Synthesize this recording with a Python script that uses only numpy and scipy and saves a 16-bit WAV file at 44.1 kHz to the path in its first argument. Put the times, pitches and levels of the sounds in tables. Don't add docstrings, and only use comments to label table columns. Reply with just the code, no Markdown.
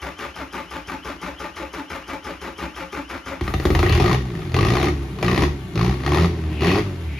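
import sys
import numpy as np
from scipy import signal
from scipy.fft import rfft, irfft, next_fast_len
from scipy.io import wavfile
from scipy.ndimage import uniform_filter1d, minimum_filter1d

SR = 44100
rng = np.random.default_rng(int(sys.argv[2]) if len(sys.argv) > 2 else 0)


def waveform_to_disk(signal):
    frames = np.transpose(np.atleast_2d(signal))
    scaled = np.clip(frames, -1, 1) * 32767
    samples = np.round(scaled).astype(np.int16)
    wavfile.write(sys.argv[1], SR, samples)


N = 317079
TIME = np.arange(N) / SR

# (start [s], length [s], level just before [dB], level on opening [dB], level on shutting [dB])
SURGES = [(4.543, 0.34, -33.5, -16.5, -19), (5.228, .22, -39, -19.5, -22), (5.756, 0.18, -48.5, -19, -27.5),
          (6.063, .19, -30, -21, -21), (6.62, 0.17, -36.5, -18.5, -22.5)]


def amp(db):
    return 10 ** (np.asarray(db) / 20)


def unit(x):
    return x / np.sqrt(np.mean(x ** 2) + 1e-20)


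def curves(table, at=TIME):
    key, *columns = np.transpose(table)
    return [np.interp(at, key, column) for column in columns]


def spectrum(table, hz):
    key, *columns = np.transpose(table)
    return [np.interp(np.log(hz + 1), np.log(key + 1), column) for column in columns]


def convolve(x, response):
    return signal.oaconvolve(x, response)[:N]


def colour(x, points, size=4096):
    hz = abs(np.fft.fftfreq(size, 1 / SR))
    log_gain = np.log(amp(np.maximum(spectrum(points, hz)[0], -100)))
    response = np.exp(np.conj(signal.hilbert(log_gain)))
    taps = np.fft.ifft(response).real[:size // 2]
    return convolve(x, taps / np.linalg.norm(taps))


def resonate(x, hz, width):
    return signal.lfilter(*signal.iirpeak(hz, hz / width, SR), x)


def noise():
    return rng.standard_normal(N)


def noise_band(hz, width):
    return unit(resonate(resonate(noise(), hz, width), hz, width))


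def waver(per_s):
    return unit(irfft(rfft(noise()) * np.exp(-(np.fft.rfftfreq(N, 1 / SR) / per_s) ** 2), N))


def ring(modes, detune=0., size=8192):
    t = np.arange(size) / SR
    tones = np.zeros(size)
    for hz, fade_s, db in modes:
        pitch = hz * (1 + detune * rng.standard_normal())
        tones += amp(db - 60 * t / fade_s) * np.sin(2 * np.pi * pitch * t)
    return tones


def garage(x, wet_db, size=20000):
    # (frequency [Hz], time to fade by 60 dB [s])
    echo_times = [(100, 0.54), (500, 0.23), (2000, 0.28), (6000, 0.36), (15000, 0.21)]
    # (frequency [Hz], likeness of their echoes [0-1], left minus right [dB])
    openings = [(91, 0.71, 6.5), (302, 0.9, -1), (664, 0, 4.5), (1260, 0, 6), (2360, 0, 1), (3930, 0, 5.5),
                (8400, 0, 0), (15000, 0.8, 0)]
    hz, t, bands = signal.stft(rng.standard_normal((2, size)), SR, nperseg=256)
    fade = amp(-60 * t / spectrum(echo_times, hz)[0][:, None])
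    echoes = signal.istft(bands * fade, SR, nperseg=256)[1]
    echoes *= np.minimum(np.arange(echoes.shape[1]) / SR / .004, 1)
    echoes *= amp(wet_db) / np.linalg.norm(echoes, axis=1, keepdims=True)
    length = next_fast_len(N + size)
    hz = np.fft.rfftfreq(length, 1 / SR)
    same, balance_db = spectrum(openings, hz)
    shared, apart = rfft(echoes, length) * np.sqrt([(1 + same) / 2, (1 - same) / 2])
    lead = np.exp(2j * np.pi * hz * 9e-6)
    left = (lead + shared + apart) * amp(balance_db / 2)
    right = (1 / lead + shared - apart) * amp(-balance_db / 2)
    stereo = irfft(np.array([left, right]) * rfft(x, length), length)[:, :N]
    return stereo / np.sqrt(1 + amp(wet_db) ** 2)


def strokes(count=28):
    # (lateness [s], effort [dB])
    compression = [(.004, -3.5), (-.002, -3), (-.001, -3.5), (-0.0051, -2.8)]
    first_s, stroke_s, loosen_s = .0145, .17285, .000192
    k = np.arange(-1, count)
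    late_s, effort_db = np.array(compression)[k % len(compression)].T
    starts = first_s + k * (stroke_s - k * loosen_s / 2) + late_s
    stroke = np.interp(TIME, starts, k + 1)
    return stroke, effort_db[stroke.astype(int)]


def starter():
    # (position [0-1], tooth rate [Hz], load on the teeth [dB], scrape [dB], whine [dB])
    one_stroke = [(0, 405.8, -9, -1, -13), (.04, 398.6, -1.5, -4, 6), (.16, 384.7, -2, -5, -8),
                  (.33, 301.9, -1.5, -37, 0), (.42, 285, -2.5, -32, -27), (.54, 314.5, -8.5, -10, 3),
                  (.7, 343.2, -12, -9, 0), (.84, 381.3, -18.5, -12, -2), (.97, 404.1, -13, -5, 6.5),
                  (1, 405.7, -16, 11, -18)]
    # (time [s], level [dB])
    drive = [(0, 3.5), (3.4, 3.5), (3.55, -5), (3.7, 0.5), (4.1, -58)]
    # (frequency [Hz], width [Hz], level [dB])
    housing_tones = [(289, 71, 5.5), (427, 33, 1), (535.3, 24, 6.5), (858, 22, 4), (1100, 82, -23),
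                     (1192, 48, -4), (1270, 23, -37), (1993, 46, -12)]
    # (frequency [Hz], level [dB])
    grind_tone = [(60, -75), (110, -17.5), (175, -4), (220, -22), (330, -2), (470, -18), (700, -9),
                  (1250, -5.5), (1600, -9.5), (2300, -10.5), (3000, -17.5), (4500, -26), (8000, -34),
                  (15000, -41)]
    # (frequency [Hz], level [dB])
    scrape_tone = [(1500, -7), (3000, -48), (5000, 22), (6200, 18.5), (7500, 6), (11000, 14), (14000, -9),
                   (16000, -68)]
    whine_cycles_per_tooth = 7.8
    stroke, effort_db = strokes()
    tooth_hz, load_db, scrape_db, whine_db = curves(one_stroke, stroke % 1)
    effort = amp(effort_db + curves(drive)[0])
    teeth = np.cumsum(tooth_hz * (1 + .008 * waver(12) + .004 * waver(150))) / SR
    impacts = unit((2 + np.exp(-(teeth % 1) / .81)) * noise() * amp(2 * waver(180)))
    buzz = unit(sum(np.cos(2 * np.pi * k * teeth) * (1 + waver(72)) for k in range(1, 8)))
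    pressed = effort * amp(1.53 * load_db) * (buzz + 1.6 * impacts)
    housing = amp(-26.5) * sum(amp(db) * resonate(pressed, hz, width) for hz, width, db in housing_tones)
    squeeze = amp(1.5 - 10 * (stroke % 1))
    grind = amp(-32.5) * colour(effort * amp(load_db) * impacts, grind_tone)
    scrape = amp(-44.5) * colour(effort * amp(scrape_db) * squeeze * noise(), scrape_tone)
    flutter = amp(2.4 * waver(70))
    motor_tone = np.sin(2 * np.pi * whine_cycles_per_tooth * teeth + .8 * waver(300))
    whine = effort * amp(-49 + whine_db) * flutter * motor_tone
    pipe_air = unit(resonate(resonate(noise(), 66.5, 22), 62, 36))
    puffs = pipe_air * effort * amp(-40 + .71 * load_db)
    return garage(housing + grind + scrape, wet_db=-5) + garage(whine, wet_db=-10) + puffs


def overrun():
    # (time [s], level [dB])
    swell = [(3.38, -100), (3.45, -55), (3.7, -47), (3.95, -50), (4.12, -60), (4.25, -100)]
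    level = amp(curves(swell)[0] + 2 * waver(60))
    return garage(level * noise_band(hz=12300, width=13000), wet_db=-11)


def crankshaft():
    # (time [s], firing rate [Hz])
    speed = [(3.41, 14), (3.57, 17.1), (3.72, 21), (3.86, 29.9), (3.98, 41.1), (4.08, 57.1), (4.19, 67.2),
             (4.543, 42.5), (4.89, 75.6), (5.228, 55.8), (5.51, 74.1), (5.756, 51.9), (5.91, 64.9),
             (6.063, 69), (6.26, 86.3), (6.6, 72.5), (6.785, 106), (7.19, 66)]
    rate = np.interp(TIME, *np.transpose(speed), left=0)
    fired = np.cumsum(rate) / SR
    for start, *_ in SURGES:
        so_far = np.interp(start, TIME, fired)
        fired += (np.round(so_far) - so_far) * np.interp(TIME, [start - .12, start], [0, 1])
    return rate, fired


def combustion():
    # (time [s], level [dB])
    catch = [(3.41, -23), (3.6, -18), (3.655, -14), (3.85, -13.5), (4.15, -18.5)]
    lead_in_s, open_s, shut_s = .033, .0044, .02
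    coast_db, final_db = -36, -50.5
    points = list(catch) + [(catch[-1][0] + shut_s, coast_db)]
    for start, length, before_db, first_db, last_db in SURGES:
        points += [(start - lead_in_s, before_db), (start + open_s, first_db)]
        points += [(start + length, last_db), (start + length + shut_s, coast_db)]
    return curves(points + [(N / SR, final_db)])[0]


def firings(rate, fired):
    # (time [s], strength of burning [dB])
    lone_knocks = [(3.539, -15.5), (3.999, -11), (4.095, -16), (4.352, -30), (4.419, -31), (4.565, -13.5),
                   (4.588, -15.5), (4.609, -17), (4.649, -14), (4.783, -21.5), (5.187, -26.5), (5.227, -18),
                   (5.281, -15.5), (5.377, -14), (5.421, -12.5), (5.776, -19), (6.035, -25.5),
                   (6.063, -18.5), (6.133, -18)]
    cylinders = [0.68, -1.4, 0.088, -1.2]
    # (frequency [Hz], level [dB])
    crack_tone = [(140, -19.5), (230, -18.5), (357, 0.5), (526, -16.5), (803, -7.5), (909, -17),
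                  (1070, -10.5), (1570, -24), (1940, -14.5), (3120, -22.5), (6090, -30), (8370, -41.5),
                  (9460, -35.5), (11700, -39), (15500, -55.5)]
    # (frequency [Hz], time to fade by 60 dB [s], level [dB])
    block_tones = [(355, 0.019, 9.5), (365, 0.012, -10), (780, 0.048, -3), (1129, 0.044, -1.5),
                   (1237, 0.036, -0.5), (1847, 0.037, -11), (1908, 0.02, 5), (2540, 0.046, -11),
                   (2713, 0.054, -14), (3630, 0.032, -11.5), (4270, 0.012, -3), (6400, 0.0052, -13)]
    # (frequency [Hz], time to fade by 60 dB [s], level [dB])
    pipe_tones = [(56, 0.44, -4.5), (78.5, 0.15, 3.5), (115.3, 0.42, -7), (171, 0.38, -11), (276, 0.04, -8)]
    puff_delay_s = .0062
    at = np.flatnonzero(np.diff(np.ceil(fired), prepend=0) > 0)
    burn_db = combustion()[at]
    for time, db in lone_knocks:
        nearest = np.argmin(abs(at / SR - time))
        at[nearest], burn_db[nearest] = round(time * SR), db
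    knock = amp(burn_db) / (1 + amp(-2 * (burn_db + 39)))
    chance = rng.standard_normal((len(at), 2 + len(block_tones)))
    t = np.arange(4096) / SR
    decay = (np.exp(-t / .0033) + .14 * np.exp(-t / .018)) * (1 - np.exp(-t / .0005))
    block, puffs = np.zeros((2, N))
    cracks = np.zeros((2, N))
    for k, cylinder_db in enumerate(cylinders):
        own = slice(k, None, len(cylinders))
        blows, pushes = np.zeros((2, N))
        blows[at[own]] = knock[own] * amp(cylinder_db + 2 * chance[own, 0]) * (rate[at[own]] / 55) ** .22
        push_db = -5 + .83 * burn_db[own] + cylinder_db + 3.3 * chance[own, 1]
        pushes[at[own]] = amp(push_db) * (rate[at[own]] / 20) ** -.8
        clack = convolve(blows, decay * rng.standard_normal(len(t)))
        crack = .5 * clack + .74 * convolve(blows, decay) * noise()
        cracks += garage(amp(5.5) * colour(crack, crack_tone), wet_db=-3)
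        puff = np.pad(ring(pipe_tones, detune=.093), (round(puff_delay_s * SR), 0))
        puffs += convolve(pushes, puff)
    for tone, luck in zip(block_tones, chance.T[2:]):
        blows = np.zeros(N)
        blows[at] = knock * luck * (rate[at] / 55) ** -.15
        block += convolve(blows, ring([tone]))
    return cracks + garage(amp(-7.5) * block, wet_db=-2) + puffs


def exhaust(rate, fired):
    # (level at full fuel [dB], loss per dB less burn [dB])
    boom_tones = [(-2, 0.44), (1, 1.36), (0.5, 0.75)]
    # (frequency [Hz], level [dB])
    pipe = [(40, -52), (50, -38), (57, -34), (64, -24.5), (76, -16.5), (88, -20.5), (104, -22), (135, -26),
            (152, -28), (175, -24), (215, -39), (260, -33), (310, -28)]
    # (frequency [Hz], level [dB])
    silencer = [(150, -11), (215, -7), (255, -4.5), (320, 1), (370, -4), (415, 4.5), (470, -38), (560, -11),
                (700, -17.5)]
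    # (frequency [multiple of the shaft's speed], level [dB])
    drone_tones = [(1, -32), (2, 0), (3, 7.5), (4, 8.5), (5, -3), (6, -9), (7, -11), (8, -1), (9, -13),
                   (10, -6), (11, -31), (12, -28.5), (13, -8), (14, -71)]
    full_burn_db, lag_s = -24, .026
    burn_db = combustion()
    hold = np.exp(-1 / (lag_s * SR))
    lagging_burn = signal.lfilter([1 - hold], [1, -hold], amp(burn_db))
    starved_db = np.maximum(full_burn_db - 20 * np.log10(lagging_burn), 0)
    boom, bark, drone = np.zeros((3, N))
    for k, (db, loss) in enumerate(boom_tones, 1):
        level_db = db + spectrum(pipe, k * rate)[0] - loss * starved_db + 2.5 * waver(14)
        boom += amp(level_db) * np.sin(2 * np.pi * k * fired)
    boom *= np.sqrt(2) * np.clip((rate - 17) / 7, 0, 1)
    for k in range(4, 15):
        level_db = spectrum(silencer, k * rate)[0] + 3.9 * waver(28)
        bark += amp(level_db) * np.sin(2 * np.pi * (k * fired + rng.random()))
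    bark *= amp(-18 + .6 * burn_db) * (rate / 80) ** 2
    shaft_turns = fired / 2
    for k, db in drone_tones:
        if k > 2:
            drone += amp(db + 3.5 * waver(8)) * np.sin(2 * np.pi * (k * shaft_turns + rng.random()))
    drone = amp(-33.5 - .26 * starved_db) * unit(drone) * (rate / 80) ** .5
    return boom + bark + drone


def gas_flow(rate, fired):
    # (frequency [Hz], level [dB])
    hiss_tone = [(300, -20), (700, -1), (1500, 9.5), (2000, 16.5), (3000, 1), (4500, 8.5), (6000, 0),
                 (8000, -21), (12000, -31), (16000, -29)]
    burn_db = combustion()
    chopped = unit((.45 + np.exp(-(fired % 1) / .42)) * noise())
    hiss = amp(-12.5 + burn_db) * (rate / 90) ** 2 * colour(chopped, hiss_tone)
    pipe = resonate(chopped, 140, 63) + .38 * resonate(chopped, 120, 56)
    pipe += .11 * resonate(chopped, 253, 133)
    rumble = signal.sosfilt(signal.butter(4, [70, 430], "band", fs=SR, output="sos"), unit(pipe))
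    rumble *= amp(-14.5 + .5 * burn_db) * np.clip((rate - 15) / 15, 0, 1)
    return garage(hiss, wet_db=-6) + rumble


def valve_gear(rate, fired):
    # (frequency [Hz], level [dB])
    chatter_tone = [(110, -4), (180, 5), (260, -7), (370, 2), (480, -18.5), (700, -8.5), (1100, -12),
                    (1500, -11.5), (2000, -13), (3200, -17.5), (5000, -25.5), (8000, -27), (11000, -28.5),
                    (15500, -40)]
    chatter = unit((2 + np.exp(-(2 * fired % 1) / .047)) * amp(2 * waver(107)) * noise())
    return garage(amp(-37.5) * (rate / 70) ** .035 * colour(chatter, chatter_tone), wet_db=2.5)


def rustle():
    # (time of peak [s], level [dB], centre frequency [Hz])
    swells = [(3.93, -29.5, 2670), (4.42, -47, 2160), (6.691, -26.5, 2550), (7.22, -33.5, 2270)]
    rise_db_per_s, fall_db_per_s = 110, 170
    sound = np.zeros(N)
    for peak_s, db, hz in swells:
        fade_db = np.maximum((peak_s - TIME) * rise_db_per_s, (TIME - peak_s) * fall_db_per_s)
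        sound += amp(db - fade_db) * noise_band(hz, width=850)
    return garage(sound, wet_db=-1.5)


def scene():
    rate, fired = crankshaft()
    starting = starter() + overrun()
    running = firings(rate, fired) + exhaust(rate, fired) + gas_flow(rate, fired)
    return starting + running + valve_gear(rate, fired) + rustle()


def record(dry):
    bass_hz, top_hz, peak_limit = 46, 15600, .5
    x = signal.sosfilt(signal.butter(6, bass_hz, "high", fs=SR, output="sos"), dry)
    x = x - .95 * resonate(x, hz=8300, width=2000)
    allowed_gain = np.minimum(1, peak_limit / (abs(x).max(0) + 1e-9))
    x = x * uniform_filter1d(minimum_filter1d(allowed_gain, size=180), size=180)
    top_cut = signal.firwin(511, top_hz, window=("kaiser", 9), fs=SR)
    return signal.oaconvolve(x, top_cut[None], "same")


dry = scene()
out = record(dry)
waveform_to_disk(out)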